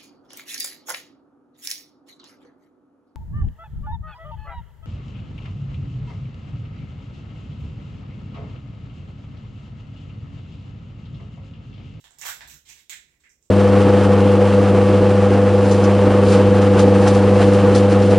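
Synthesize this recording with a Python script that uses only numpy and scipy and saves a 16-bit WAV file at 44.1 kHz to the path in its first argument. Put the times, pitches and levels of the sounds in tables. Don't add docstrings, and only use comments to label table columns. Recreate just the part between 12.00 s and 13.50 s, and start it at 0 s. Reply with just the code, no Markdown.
import sys
import numpy as np
from scipy import signal
from scipy.fft import rfft, irfft
from scipy.io import wavfile

SR = 44100
rng = np.random.default_rng(int(sys.argv[2]) if len(sys.argv) > 2 else 0)


def output_pcm(signal):
    pcm = np.clip(np.atleast_2d(signal).T, -1, 1) * 32767
    wavfile.write(sys.argv[1], SR, np.round(pcm).astype(np.int16))


N = 66150

# [pitch_hz, level_db]
TONE_COLOUR = [(20, -13), (45, -4), (70, 4.5), (100, -11.5), (200, -9), (400, -10), (800, -23.5),
               (2000, -27.5), (4600, -27), (7300, -20.5), (10000, -31.5), (16000, -24.5)]
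# [pitch_hz, likeness]
LEFT_RIGHT_LIKENESS = [(50, 0.95), (150, 0.84), (400, 0.84), (1000, 1), (4000, 0.13)]
# [time_s, level_db]
RUMBLE_LEVEL = [(0, -70.5), (.25, -63.5), (.36, -64), (.46, -58.5), (.56, -55.5), (.61, -76), (.7, -62),
                (.85, -77), (.97, -67), (1.5, -82)]
# [pitch_hz, level_db]
RUMBLE_COLOUR = [(20, -15), (45, -4), (68, -0.5), (105, -15.5), (143, -2), (175, -15.5), (330, -17.5),
                 (700, -38)]
# [pitch_hz, fade_s]
ROOM_FADE = [(300, 0.71), (1000, 0.26), (2200, 0.35), (4000, 0.36), (7500, 0.32), (13000, 0.28)]
ECHO_DELAYS = [.0038, .0078, .0115, .0145, .0290, .0375]
# [pitch_hz, left_db, right_db]
MIC_COLOUR = [(100.0, 2.5, 1), (740, -2, -1.0), (1590, -0.5, 1.5), (3100, -14, -0.5), (4770, 1, 3.0),
              (6060, -10, -1), (6600, -17, 0), (7580, -13, 4.5), (10500, 0, 0.5), (12500, -1, 0.5),
              (13530.0, -2.5, 7.5), (14900, -30, 4.5), (15700, -4, 7.5)]
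# [pitch_hz, level_db]
FILM_COLOUR = [(60.0, -43), (250.0, -5.5), (470.0, -5), (630.0, -7), (1000.0, -2), (1270.0, -0.5),
               (1480.0, 2.0), (2900.0, 1.5), (3700.0, -2.5), (4600.0, -9), (5600.0, 3), (7400.0, 2.0),
               (8700.0, -7.5), (10500.0, -11.5), (12300.0, -8.5), (15500.0, -13.5)]
# [start_s, length_s, level_db, body_db, clack_hz, clack_db, rasp_db, sparkle_db]
PULLS = [(-0.06, 0.069, -8.5, -13, 1900, -6, 5.5, -1), (0.06, 0.15, -25, 5, 1815, 4.5, 5.5, -6),
         (0.199, 0.064, -2.5, -0.5, 2140, -1, 4, 3.5), (0.258, 0.044, 2, -12, 2120, 1, 4, 6.5),
         (0.412, 0.043, -21, 11.5, 1500, 3, 12.5, -8), (0.478, 0.065, -15, -13, 1570, 1.5, 6, 7.5),
         (0.651, 0.032, -14, -7.5, 2240, -1, 6, -7), (0.673, 0.047, -14.5, -2.5, 2580, 6.5, 2, 1.5),
         (0.721, 0.079, -17, -4.5, 2010, 0.5, 6, 1.5), (0.903, 0.035, -14.5, -9, 1910, 12, 10.5, -14),
         (1.068, 0.075, -30.5, -2.5, 2090, 9, 2, -5), (1.247, 0.013, -37, -9, 2100, 19, 4, -5),
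         (1.28, 0.046, -29, -5.5, 2000, -16, -11, -3), (1.413, 0.046, -27.5, -6, 2200, -16, -4.5, -7)]
# [start_s, level_db, aim_db, body_db, clack_hz, clack_db, rasp_db, sparkle_db]
SNAPS = [(0.0418, -19, 7.5, 8, 1550, 4.5, 10, -0.5), (0.108, -21.5, 11.5, 10, 1780, -8, -7, -20),
         (0.1863, -5.5, 5.5, -9, 1920, -13, -8, -2.5), (0.214, 0, 10, -5, 1760, -3, -10, -27),
         (0.2213, -13.5, 10.5, 3, 2330, 14.5, -11, -3), (0.2312, -10.5, 0.5, 12, 2500, 7.5, -9, -14),
         (0.254, -4, 7.5, 13.5, 1630, 6.5, 7.5, 1), (0.2679, -5.5, 11.5, 4.5, 1620, 5.5, -2, 5),
         (0.2877, -2.5, 10, 0.5, 1480, 4.5, 5, -7.5), (0.341, -23, 8, 4, 1620, 5, -5, -10),
         (0.4084, -14.5, 7.5, 12, 1734, 15, 8.5, -8), (0.476, -9.5, 6, -8, 1680, -7, 1, 1),
         (0.4998, -10.5, 6, -10, 2490, 1, -10, -2), (0.543, -16, 12, -12, 1620, -4, -8, -0.5),
         (0.6916, -9.5, 4.5, -16.5, 2300, 0, 2, -8), (0.896, 0, 5.5, -9.5, 2160, 3.5, 0, -2),
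         (0.931, -10.5, 10.5, -1.5, 2220, 6.5, 4, -9), (1.199, -28.5, -0.5, -4.5, 1950, -5.5, 3.5, -10),
         (1.2374, -29, 3, 0, 2010, 14, 6, -10), (1.2446, -38, 5.5, -3, 2010, 21, 3, -21),
         (1.2942, -20.5, 5, -22, 2030, -23, -22, -21), (1.4267, -28.5, 13, -21, 2000, -24, -14, -21)]

ROOM_TONE_DB, HUM_HZ, HUM_DB = -73.5, 69, -78.5
LEFT_LOW_DB = -3
DIRECT_DB = (-17.5, -14.5)
ECHO_DB, TAIL_BUILD_S = -16, 0.0025
PATHS = 3
BODY_HZ, RASP_HZ, BITE_HZ, SPARKLE_HZ = 846, 3770, 7200, 13250
WIDTHS_OCT = (0.77, 0.55, 0.58, 0.63, 0.68)
VALLEY_DB = -22.5
CRACKLES_PER_S, CRACKLE_SPREAD_DB, SWELL_POWER = 700, 8, 0.17
CRACKLE_DB = 1
FLUTTER_S, EVENNESS = 0.00053, 0.53
EDGE_HZ = 16000


def amp(db):
    return 10 ** (np.asarray(db) / 20)


def unit(x):
    return x / np.sqrt(np.mean(x ** 2) + 1e-20)


def read(points, hz, axis=1):
    table = np.array(points, float)
    return np.interp(np.log(hz + 1), np.log(table[:, 0] + 1), table[:, axis])


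def add(mix, start_s, sound):
    at = round(start_s * SR)
    part = mix[max(at, 0):max(at + len(sound), 0)]
    part += sound[max(-at, 0):][:len(part)]


def click(points, axis=1, size=1024):
    hz = abs(np.fft.fftfreq(size, 1 / SR))
    log_gain = np.log(amp(read(points, hz, axis=axis)))
    spectrum = np.exp(np.conj(signal.hilbert(log_gain)))
    return np.fft.ifft(spectrum).real[:size // 2]


def noise(colour):
    hz = np.fft.rfftfreq(N, 1 / SR)
    left, other = rfft(rng.standard_normal((2, N)))
    same = read(LEFT_RIGHT_LIKENESS, hz)
    right = same * left + np.sqrt(1 - same ** 2) * other
    return unit(irfft(np.array([left, right]) * amp(read(colour, hz)), N))


def room_tone():
    return amp(ROOM_TONE_DB) * noise(TONE_COLOUR)


def hum():
    t = np.arange(N) / SR
    return amp(HUM_DB) * unit(np.sin(2 * np.pi * (HUM_HZ * t + rng.random())))


def rumble():
    time_s, level_db = np.transpose(RUMBLE_LEVEL)
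    return amp(np.interp(np.arange(N) / SR, time_s, level_db)) * noise(RUMBLE_COLOUR)


def background():
    balance = np.array([[amp(LEFT_LOW_DB)], [1]])
    return room_tone() + (hum() + rumble()) * balance


def room(x, size=26000):
    sides = []
    for _ in range(2):
        hz, t, bands = signal.stft(rng.standard_normal(size), SR, nperseg=256)
        fade = amp(-60 * t / read(ROOM_FADE, hz)[:, None])
        tail = signal.istft(bands * fade, SR, nperseg=256)[1]
        tail *= 1 - np.exp(-np.arange(len(tail)) / SR / TAIL_BUILD_S)
        tail /= np.linalg.norm(tail)
        for delay_s in ECHO_DELAYS:
            add(tail, delay_s + rng.uniform(-.0003, .0003), amp([ECHO_DB]))
        sides.append(signal.fftconvolve(x, tail)[:N])
    return np.array(sides)


def crease(body_db, clack_hz, clack_db, rasp_db, sparkle_db):
    hz = np.geomspace(50, SR / 2, 200)
    centres_hz = [BODY_HZ, clack_hz, RASP_HZ, BITE_HZ, SPARKLE_HZ]
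    levels_db = [body_db, clack_db, rasp_db, 0, sparkle_db]
    power = amp(VALLEY_DB) ** 2
    for centre, db, width in zip(centres_hz, levels_db, WIDTHS_OCT):
        octaves_away = np.log2(hz / centre)
        peak = amp(db) / (1 + (octaves_away / width) ** 2) ** 2
        power = power + peak ** 2
    return click(np.transpose([hz, 10 * np.log10(power)]))


def crackles():
    paths = np.zeros((PATHS, N))
    for k, (start_s, length_s, level_db, *colour) in enumerate(PULLS):
        chance, strength, sign = rng.random((3, int(length_s * SR)))
        swell = np.sin(np.pi * np.linspace(0, 1, len(chance))).clip(0) ** SWELL_POWER
        sizes = amp(-CRACKLE_SPREAD_DB * np.log(np.maximum(strength, np.exp(-3))))
        happens = chance < CRACKLES_PER_S / SR
        swarm = happens * np.sign(sign - .5) * sizes * swell
        swarm /= np.linalg.norm(swarm) + 1e-9
        add(paths[k % PATHS], start_s, amp(level_db) * np.convolve(swarm, crease(*colour)))
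    return amp(CRACKLE_DB) * paths


def snaps(size=256):
    straight, paths = np.zeros(N), np.zeros((PATHS, N))
    t = np.arange(size) / SR
    for k, (start_s, level_db, aim_db, *colour) in enumerate(SNAPS):
        burst = rng.standard_normal(size) * np.exp(-t / FLUTTER_S)
        spectrum = rfft(burst, 2 * size)
        flutter = irfft(spectrum / abs(spectrum) ** EVENNESS)[:size]
        flutter /= np.linalg.norm(flutter)
        snap = amp(level_db) * np.convolve(flutter, crease(*colour))
        add(straight, start_s, amp(aim_db) * snap)
        add(paths[k % PATHS], start_s, snap)
    return straight, paths


def scene():
    straight, snap_paths = snaps()
    crackle_paths = crackles()
    direct = amp(DIRECT_DB)[:, None] * (straight + crackle_paths.sum(0))
    reflected = sum(room(x) for x in [*snap_paths, *crackle_paths])
    film = click(FILM_COLOUR)
    colour = np.array([np.convolve(film, click(MIC_COLOUR, axis=column)) for column in (1, 2)])
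    packet = signal.fftconvolve(direct + reflected, colour, axes=1)[:, :N]
    return packet + background()


def record(dry):
    low_pass = signal.firwin(511, EDGE_HZ, window=("kaiser", 9), fs=SR)
    return signal.oaconvolve(dry, low_pass[None], "same")


dry = scene()
out = record(dry)
output_pcm(out)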